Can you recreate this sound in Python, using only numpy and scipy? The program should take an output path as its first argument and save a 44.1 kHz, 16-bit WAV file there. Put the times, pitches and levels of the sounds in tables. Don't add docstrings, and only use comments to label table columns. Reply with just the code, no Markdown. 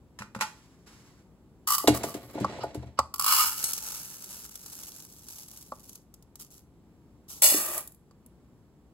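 import sys
import numpy as np
from scipy import signal
from scipy.fft import rfft, irfft, next_fast_len
from scipy.io import wavfile
from scipy.ndimage import uniform_filter1d

SR = 44100
rng = np.random.default_rng(int(sys.argv[2]) if len(sys.argv) > 2 else 0)


def store_wav(level_fs):
    pcm = np.round(np.clip(np.atleast_2d(level_fs), -1, 1) * 32767)
    wavfile.write(sys.argv[1], SR, pcm.T.astype(np.int16))


N = 393930
TIME = np.arange(N) / SR
AGE = TIME[:SR // 3]


def undb(db):
    return np.exp(np.asarray(db) * (np.log(10) / 20))


def unit(x):
    return x / np.sqrt(np.mean(x ** 2))


def fade(t60):
    return undb(-60 * AGE / t60)


def swells(rows, attack_s, sag_db_per_s, release_db_per_s):
    out = np.zeros(N)
    for start, length, db in rows:
        span = slice(int(start * SR), int(start * SR) + 2 * SR)
        age = np.maximum(TIME[span] - start, 0)
        level_db = db - sag_db_per_s * age - release_db_per_s * np.maximum(age - length, 0)
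        out[span] += np.minimum(age / attack_s, 1) * undb(level_db)
    return out


def over_pitch(points, hz):
    pitch, value = np.transpose(points)
    return np.interp(np.log(hz + 1), np.log(pitch), value)


def colour(x, tone, size=2048):
    gain = undb(over_pitch(tone, np.fft.rfftfreq(size, 1 / SR)))
    cepstrum = irfft(np.log(gain))
    cepstrum[1:size // 2] *= 2
    cepstrum[size // 2 + 1:] = 0
    response = irfft(np.exp(rfft(cepstrum)))
    return signal.oaconvolve(x, response[None] / np.linalg.norm(response), axes=1)[:, :x.shape[1]]


def resonate(x, notes, size=4096):
    t = AGE[:size]
    response = np.zeros(size)
    for k, (hz, width, db) in enumerate(notes):
        decay = undb(db) * np.sqrt(width) * np.exp(-np.pi * width * t)
        response += decay * np.sin(2 * np.pi * hz * t + k * np.pi / 2)
    return signal.oaconvolve(x, response[None] / np.linalg.norm(response), axes=1)[:, :N]


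def wander(rate):
    hold = max(int(SR / rate), 1)
    steps = np.repeat(rng.standard_normal(N // hold + 1), hold)[:N]
    return unit(uniform_filter1d(steps, hold))


def add(out, start_s, sound):
    i = int(start_s * SR)
    out[:, i:i + sound.shape[1]] += sound[:, :N - i]


def cracks(rows, tone, t60, rise_s):
    out = np.zeros((2, N))
    shape = fade(t60) * (1 - np.exp(-AGE / rise_s))
    for start, db in rows:
        add(out, start, 0.46 * undb(db) * shape / shape.max() * rng.standard_normal((2, len(AGE))))
    return colour(out, tone)


def blows(rows, notes, focus_db, tone, crack_t60, rise_s):
    hz, note_db, t60 = np.transpose(notes)
    decay = np.array([fade(t) for t in t60]) * (1 - np.exp(-AGE / rise_s))
    signs = (-1) ** np.arange(len(hz))
    out = cracks([(start, db) for start, _, _, db in rows], tone, crack_t60, rise_s)
    for start, ring_db, centre_hz, crack_db in rows:
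        softness = 1.5 + max(ring_db - crack_db, 0) / 21.5
        gain = signs * undb(note_db - focus_db * softness * np.log2(hz / centre_hz) ** 2)
        detuned_hz = hz * (1 + 0.0047 * rng.standard_normal(len(hz)))
        angle = 2 * np.pi * np.outer(detuned_hz, AGE).astype(np.float32)
        ring = np.array([gain @ (decay * np.sin(angle)), gain @ (decay * np.cos(angle))])
        add(out, start, undb(ring_db) * ring / np.abs(ring[0]).max())
    return out


def tiny_hits(rate, scatter_db, clump_db, clump_rate, rattle_t60):
    chance = np.minimum(rate / SR, 1)
    size = undb(scatter_db * np.minimum(rng.exponential(size=N), 4))
    hits = rng.random(N) < chance
    power = signal.oaconvolve(hits * size ** 2 / chance, fade(rattle_t60) ** 2)[:N]
    rattle = np.sqrt(np.abs(power)) * rng.standard_normal((2, N))
    return unit(rattle * undb(clump_db * wander(clump_rate)))


# pitch in Hz, strength in dB.
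KITCHEN_TONE = [(25, -19), (40, -7), (58, 4), (80, -1), (120, 0), (210, -1), (350, -6), (600, -17),
                (900, -19), (1700, -30), (4000, -36), (9000, -38), (15500, -42)]


def kitchen_rumble():
    level_db = -57.5 + .7 * wander(5.1)
    return undb(level_db) * colour(rng.standard_normal((2, N)), KITCHEN_TONE)


# start in seconds, ring level in dB, centre pitch in Hz, crack level in dB.
CUP_ROCKING = [(.188, -42, 1250, -32.5), (.204, -37.5, 150, -50), (.209, -37, 1300, -50),
               (.219, -28.5, 1230, -40), (.348, -27.5, 950, -37.5), (.361, -30, 300, -43),
               (.389, -38, 1000, -46), (.402, -36, 1300, -40), (.409, -17, 1700, -18),
               (.419, -21, 1300, -22), (.429, -25, 1400, -37)]
# pitch in Hz, strength in dB, fade time in seconds.
CUP_ON_STONE_NOTES = [(113, -2, 0.11), (212, -5, .1), (530, -6, 0.034), (874, -3.5, 0.032),
                      (1043, -2.5, 0.033), (1184, -5, .03), (1300, -4, 0.042), (1400, -4, .035),
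                      (1500, -5.5, 0.032), (1850, -2, 0.026), (2130, -6, 0.023), (2430, -3.5, 0.032),
                      (2720, -9.5, .03), (4000, -4, .03)]
# pitch in Hz, strength in dB.
STONE_TONE = [(150, -24), (650, -12), (1000, 0), (1500, -2.5), (2400, -5), (3400, -8.5), (5500, -5.5),
              (8000, -10), (11000, -13.5), (15500, -24)]
# start in seconds, length in seconds, level in dB.
SLIDES = [(.44, .4, -57), (.86, 0.33, -55.5)]


def cup_on_counter():
    clatter = blows(CUP_ROCKING, CUP_ON_STONE_NOTES, focus_db=1.5, tone=STONE_TONE,
                    crack_t60=0.078, rise_s=0.00054)
    base_hz, base_db, base_rise_s = 863, -22.5, 0.011
    shape = undb(base_db) * fade(t60=.12) * (1 - np.exp(-AGE / base_rise_s))
    note = np.sin(2 * np.pi * base_hz * AGE + np.array([[0], [np.pi / 2]]))
    base = np.zeros((2, N))
    add(base, start_s=.416, sound=shape * note)
    sliding = swells(SLIDES, attack_s=0.014, sag_db_per_s=39, release_db_per_s=120)
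    friction = colour(rng.standard_normal((2, N)), STONE_TONE) * undb(1.3 * wander(37))
    return clatter + base + sliding * friction


COVER_STARTS_S, COVER_TAKES_S, FILL_TAKES_S = 3.41, 0.35, 2


def covered(seconds):
    return np.clip((seconds - COVER_STARTS_S) / COVER_TAKES_S, 0, 1)


# start in seconds, length in seconds, level in dB.
RICE_DRIBBLES = [(1.669, .075, -25.5), (1.781, .05, -37), (1.94, 0.027, -35.5), (2.04, .07, -43),
                 (2.15, .2, -57.5), (6.39, 0.031, -46), (6.5, 0.083, -54.5)]
# time in seconds, level in dB.
RICE_STREAM = [(3.19, -46.5), (3.29, -23.5), (3.41, -22.5), (3.56, -40.5), (3.7, -37.5), (3.8, -41.5),
               (3.87, -38), (4.22, -49), (4.33, -45.5), (4.43, -46.5), (4.53, -53), (4.8, -45), (4.95, -49),
               (5.25, -56.5), (5.3, -47.5), (5.42, -49), (5.47, -53), (5.58, -51.5), (5.68, -59),
               (5.96, -56.5), (6.04, -81)]
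# pitch in Hz, strength in dB.
ON_PLASTIC_TONE = [(200, -32.5), (700, -28.5), (1800, -18), (2400, -12.5), (2850, -10), (3600, -12.5),
                   (4700, -2.5), (7000, -4.5), (8500, -2.5), (12300, 0), (15500, -4.5)]
ON_RICE_TONE = [(200, -15), (700, -10), (1350, -10), (1750, -21), (2700, -10), (3700, -7.5), (5200, -2),
                (6100, 2), (7200, -2.5), (8800, -1), (12000, 1), (15500, -5.5)]
# pitch in Hz, width in Hz, strength in dB.
CUP_BOTTOM_NOTES = [(1170, 55, -0.5), (2004, 70, -16), (2930, 120, -14.5)]
EMPTY_CUP_NOTES = [(890, 90, -14), (990, 50, -6.5), (1060, 90, -2.5), (1160, 90, -4), (1250, 66, 0),
                   (1400, 110, -8), (1700, 40, -23), (2130, 71, -19), (2400, 80, -15), (2890, 140, -10.5),
                   (3210, 70, -18.5), (4000, 140, -15), (4600, 120, -10.5), (5150, 180, -11)]
FILLED_CUP_NOTES = [(850, 130, -3), (1120, 300, -1.5), (1336, 160, 4), (1850, 250, -12), (2970, 450, -9)]


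def rice_into_cup():
    times, levels_db = np.transpose(RICE_STREAM)
    stream = undb(np.interp(TIME, times, levels_db, left=-150, right=-150))
    dribbles = swells(RICE_DRIBBLES, attack_s=0.0072, sag_db_per_s=10, release_db_per_s=401)
    flow = stream + dribbles
    grains_per_s = 500 + 3000 * np.sqrt(flow / flow.max())
    patter = tiny_hits(grains_per_s, scatter_db=2.8, clump_db=1.1, clump_rate=63, rattle_t60=0.013)
    bounces = tiny_hits(rate=23, scatter_db=2, clump_db=1, clump_rate=11, rattle_t60=.012)
    cover = covered(TIME)
    on_plastic = np.sqrt(1 - cover) * colour(patter, ON_PLASTIC_TONE)
    on_rice = np.sqrt(cover) * colour(patter + undb(-9) * bounces, ON_RICE_TONE)
    empty_ring = np.sqrt(1 - cover) * resonate(patter, EMPTY_CUP_NOTES)
    filled_ring = np.sqrt(cover) * resonate(patter, FILLED_CUP_NOTES)
    ringing = stream * (empty_ring + filled_ring) + dribbles * resonate(patter, CUP_BOTTOM_NOTES)
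    hollow = signal.sosfilt(signal.butter(4, 820, "high", fs=SR, output="sos"), ringing)
    depth = np.maximum(TIME - COVER_STARTS_S, 0) / FILL_TAKES_S
    ring_db = -3 - 12 * cover - 6.5 * depth ** 2
    return flow * undb(1.05) * (on_plastic + on_rice) + undb(ring_db) * hollow


# start in seconds, level in dB.
RICE_CLUMPS = [(1.6736, -14), (1.6855, -15), (1.704, -12), (1.7221, -12), (1.7491, -13), (1.7811, -12),
               (1.9476, -20), (1.973, -23), (3.1396, -17.5), (3.159, -27), (3.1815, -31), (3.1952, -10),
               (3.211, -18), (3.222, -16), (3.243, -12), (3.2625, -8), (3.279, -11), (3.323, -8),
               (3.347, -11.5), (3.383, -11), (3.5806, -26), (3.597, -23), (3.6403, -10), (3.733, -14),
               (3.7789, -21), (3.946, -26), (4.2408, -28.5), (4.3354, -32), (4.555, -25), (4.6608, -29),
               (4.8344, -28), (4.9625, -35), (5.0013, -32), (5.124, -38.5), (5.2846, -29.5), (5.3593, -36),
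               (5.383, -32), (5.432, -34), (5.5132, -33), (5.5731, -32), (5.6255, -36), (5.8935, -31.5),
               (5.9303, -37), (5.9544, -31.5), (6.1399, -36), (6.2243, -44), (6.3555, -33.5), (7.7782, -14),
               (7.807, -26), (7.8747, -27.5), (7.92, -41), (7.946, -44), (8.2618, -42)]
# pitch in Hz, strength in dB, fade time in seconds.
TAPPED_CUP_NOTES = [(260, -9, .06), (530, -12, .05), (620, -10, .04), (790, -10, .035), (880, -8, .04),
                    (1030, -6, .04), (1150, 0, .05), (1160, -33, .15), (1255, -7, .045), (1390, -14, .035)]
# pitch in Hz, strength in dB.
HEAP_TONE = [(300, -36), (2500, -21), (5500, -13.5), (7500, -4.5), (11000, 3), (15500, -7)]
POT_POUR_S = 7.418


def rice_clumps():
    centre_hz = 1350
    on_plastic = [(s, db - 13, centre_hz, db - 1.5) for s, db in RICE_CLUMPS if covered(s) == 0]
    on_rice = [(s, db - 0.5) for s, db in RICE_CLUMPS if covered(s) > 0 and s < POT_POUR_S]
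    in_pot = [(s, db - 0.5) for s, db in RICE_CLUMPS if s >= POT_POUR_S]
    taps = blows(on_plastic, TAPPED_CUP_NOTES, focus_db=10.5, tone=ON_PLASTIC_TONE,
                 crack_t60=0.029, rise_s=.0005)
    cup_ticks = cracks(on_rice, ON_RICE_TONE, t60=0.026, rise_s=0.00026)
    pot_ticks = cracks(in_pot, HEAP_TONE, t60=0.025, rise_s=.0003)
    return taps + cup_ticks + pot_ticks


# start in seconds, ring level in dB, centre pitch in Hz, crack level in dB.
COOKER_BUMPS = [(1.835, -20.5, 500, -46), (1.8735, -3.5, 520, -11), (1.8738, -13, 3410, -25),
                (1.8802, -12, 290, -17), (1.897, -18, 170, -32), (2.033, -19, 600, -23),
                (2.141, -23, 385, -31), (2.346, -24.5, 372, -48), (2.375, -26, 685, -54),
                (2.400, -23, 380, -37.5), (2.411, -22, 180, -45), (2.584, -29.5, 636, -50),
                (2.633, -19, 691, -40), (2.745, -24, 400, -37), (2.772, -30.5, 125, -60),
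                (2.828, -37, 617, -62.5), (2.86, -37, 109.7, -61), (2.99, -38, 80.9, -65.5),
                (7.515, -33, 301, -57), (7.537, -19.5, 380, -48), (7.572, -31, 330, -55)]
# pitch in Hz, strength in dB, fade time in seconds.
SHELL_NOTES = [(75, -8, .3), (122, -8, .22), (204, -11, .18), (270, -4, .06), (301, -2.5, .14),
               (345, -3, .035), (390, -6, .11), (428, -6, .05), (481, -7, .04), (539, -10, .08),
               (589, -8, .04), (642, -4, .045), (678, -4, .07), (720, -7, .05), (855, -10, .09),
               (934, -9, .05), (1000, -10, .05), (1442, -10, .1), (1852, -8, .12), (2220, -1, .07),
               (2825, -13, .15), (3460, -9, .07), (3870, 1, .04), (4226, -10, .15), (4610, -3, .06),
               (5700, -6, .045)]
# pitch in Hz, strength in dB.
BUMP_TONE = [(150, 0.5), (1000, 1), (2500, -1.5), (3900, -2.5), (6000, -1.5), (8000, -2), (11500, -3.5),
             (15500, -14.5)]
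RUB_TONE = [(40, -31), (90, 0), (200, -2.5), (350, -4), (680, -2), (1000, -12.5), (1450, -16.5),
            (2000, -14.5), (4000, -22), (8000, -28.5), (15000, -52)]
# start in seconds, length in seconds, level in dB.
COOKER_SHOVES = [(1.84, 0.47, -34), (2.33, 0.48, -34)]


def dragged_cooker():
    bumps = blows(COOKER_BUMPS, SHELL_NOTES, focus_db=4.5, tone=BUMP_TONE, crack_t60=0.078, rise_s=.0009)
    slips = tiny_hits(rate=1100, scatter_db=0, clump_db=3.0, clump_rate=45, rattle_t60=0.035)
    effort = swells(COOKER_SHOVES, attack_s=.06, sag_db_per_s=32, release_db_per_s=88.5)
    rubbing = colour(slips, RUB_TONE)
    shell = [(hz, np.log(1000) / (np.pi * t60), db) for hz, db, t60 in SHELL_NOTES]
    drone = unit(resonate(rubbing, shell))
    return bumps + effort * (undb(-2.5) * rubbing + undb(-6) * drone)


# start in seconds, length in seconds, level in dB.
SCRAPES = [(2.44, 0.16, -59), (2.6, .03, -42), (2.972, .015, -43.5)]
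# start in seconds, ring level in dB, centre pitch in Hz, crack level in dB.
KNOCKS = [(2.445, -13.5, 746, -29), (2.989, -9.5, 850, -15), (2.998, -16, 1200, -39),
          (5.720, -24, 600, -42), (8.11, -54.5, 895, -54)]
# pitch in Hz, strength in dB.
KNOCK_TONE = [(150, -20), (700, -2), (1300, -0.5), (2500, -9), (3700, -12), (4700, 0), (6000, -7),
              (8000, -9), (11000, -16.5), (15500, -23.5)]


def cup_in_hand():
    knocks = blows(KNOCKS, TAPPED_CUP_NOTES, focus_db=2.5, tone=KNOCK_TONE, crack_t60=0.032, rise_s=.0005)
    scraping = swells(SCRAPES, attack_s=.015, sag_db_per_s=19.5, release_db_per_s=400.5)
    return knocks + scraping * resonate(rng.standard_normal((2, N)), EMPTY_CUP_NOTES)


# pitch in Hz, strength in dB when hit on the side, strength in dB when hit on the bottom.
WALL_NOTES = [(2800, -28, -9), (2935, -17, -10), (3460, -16, -10), (4228, -8, -4), (4560, -15, -9),
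              (5088, -14, -7), (5545, -10, -7), (5780, -14, -9), (6022, -5, -11), (6592, -5, -2),
              (7045, -16, -6), (7245, -24, -4), (7975, -11, 1), (8090, -3, -2), (8340, -22, -4),
              (8930, 0, 2), (9250, -3, -10), (9992, -22, -3), (10196, -5, -5), (10444, -1, -10),
              (10750, -20, 0), (11350, -18, -3), (11570, -9, -3), (12235, -14, -4), (13275, -18, -4),
              (14435, -11, -3), (15500, -18, -6)]


def pot_wall(hits, struck_on, width_hz):
    notes = [(hz, width_hz, side_db if struck_on == "side" else bottom_db)
             for hz, side_db, bottom_db in WALL_NOTES]
    return resonate(hits, notes, size=8192)


# start in seconds, level in dB.
STRAY_HITS = [(3.641, -19.5), (3.668, -30), (3.734, -30)]


def stray_grains():
    strikes = np.zeros((2, N))
    for start, db in STRAY_HITS:
        add(strikes, start, undb(db) * np.ones((2, 1)))
    ring = pot_wall(strikes, "side", width_hz=9.5)
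    return ring * strikes.max() / np.abs(ring).max()


# start in seconds, level in dB.
RICE_SLAPS = [(7.4206, -5.5), (7.434, -6.5), (7.441, -7), (7.506, -12.5)]
# pitch in Hz, strength in dB.
ON_POT_TONE = [(300, -28), (1300, -17), (2500, -12.5), (4000, -14), (6000, -9.5), (7700, -6), (9000, -2),
               (10300, -0.5), (12000, -1), (15500, -6.5)]
# pitch in Hz, width in Hz, strength in dB.
BARE_POT_NOTES = [(325, 50, -19), (600, 56, -0.5), (680, 64, -1.5), (867, 60, -3), (1150, 200, -6.5),
                  (1430, 79, -10.5), (1920, 98, -3.5), (2240, 110, -1.5), (2460, 70, -5.5)]
FILLED_POT_NOTES = [(345, 32, -8.5), (625, 82, 0.5), (845, 70, -4), (1180, 140, 1.5), (1400, 120, -9.5),
                    (1930, 180, -6), (2320, 280, -8)]


def rice_into_pot():
    slip, fall = [(7.28, 0.17, -38.5)], [(POT_POUR_S, .36, -35)]
    bare_s, cover_db_per_s, fill_s = 0.036, 112, .16
    shower = tiny_hits(rate=3400, scatter_db=2.0, clump_db=0.7, clump_rate=140, rattle_t60=0.011)
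    slipping = swells(slip, attack_s=.025, sag_db_per_s=99.5, release_db_per_s=300)
    flow = swells(fall, attack_s=.008, sag_db_per_s=3.5, release_db_per_s=230)
    weight = swells(fall, attack_s=.005, sag_db_per_s=6, release_db_per_s=250)
    age = TIME - POT_POUR_S
    bare = undb(17 - cover_db_per_s * np.maximum(age - bare_s, 0))
    hiss = (undb(1.5) + bare) * colour(shower, ON_POT_TONE) * flow
    slaps = cracks(RICE_SLAPS, ON_POT_TONE, t60=0.022, rise_s=.0003)
    filled = np.clip(age / fill_s, 0, 1)
    on_metal = flow * bare * shower
    wall = pot_wall(np.sqrt(1 - filled) * on_metal, "bottom", width_hz=28)
    wall += pot_wall(np.sqrt(filled) * on_metal, "bottom", width_hz=90)
    body = (1 - filled) * undb(3.5) * resonate(shower, BARE_POT_NOTES)
    body += filled * undb(-5) * resonate(shower, FILLED_POT_NOTES)
    return slipping * colour(shower, ON_RICE_TONE) + hiss + slaps + undb(-1) * wall + weight * body


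def kitchen_echo(x, t60, top_t60, split_hz):
    noise = rng.standard_normal((2, len(AGE)))
    low = signal.sosfilt(signal.butter(2, split_hz, fs=SR, output="sos"), noise)
    top = signal.sosfilt(signal.butter(2, split_hz, "high", fs=SR, output="sos"), noise)
    tail = (low * fade(t60) + undb(-17) * top * fade(top_t60)) * (1 - np.exp(-AGE / 0.0041))
    return signal.oaconvolve(x, tail / np.linalg.norm(noise[0] * fade(t60)), axes=1)[:, :N]


def scene():
    cup, held, cooker = cup_on_counter(), cup_in_hand(), dragged_cooker()
    rice = rice_into_cup() + rice_clumps() + stray_grains() + rice_into_pot()
    into_room = undb(-7.5) * cup + undb(-16) * held + undb(-10.5) * cooker + undb(-11.5) * rice
    echo = kitchen_echo(into_room, t60=0.31, top_t60=0.29, split_hz=14000)
    return cup + held + cooker + rice + echo + kitchen_rumble()


# pitch in Hz, likeness from 0 to 1.
MIC_LIKENESS = [(30, .8), (100, .91), (300, .94), (1200, .85), (1900, .25), (4000, .15), (5600, .5),
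                (7500, .85), (10000, .95), (16000, .95)]
# pitch in Hz, boost in dB.
RIGHT_BOOST = [(100, -2.1), (500, -0.5), (1100, 0.5), (2200, 3.5), (4500, 1.5), (8000, 0), (16000, 0)]
RIGHT_LAG_MS, TOP_HZ = .264, 15800


def record(dry):
    size = next_fast_len(N + SR // 20)
    shared, diffuse = rfft(dry, size)
    hz = np.fft.rfftfreq(size, 1 / SR)
    alike = np.clip(over_pitch(MIC_LIKENESS, hz), 0, 1)
    mid = shared * np.sqrt((1 + alike) / 2)
    side = diffuse * np.sqrt((1 - alike) / 2)
    lag_s = RIGHT_LAG_MS / 1000 * np.clip((hz - 1500) / 1500, 0, 1)
    lift = undb(over_pitch(RIGHT_BOOST, hz) / 2)
    left = (mid + side) / lift
    right = (mid - side) * lift * np.exp(-2j * np.pi * hz * lag_s)
    stereo = irfft([left, right], size)[:, :N]
    return signal.sosfilt(signal.ellip(10, .2, 70, TOP_HZ, fs=SR, output="sos"), stereo)


dry = scene()
out = record(dry)
store_wav(out)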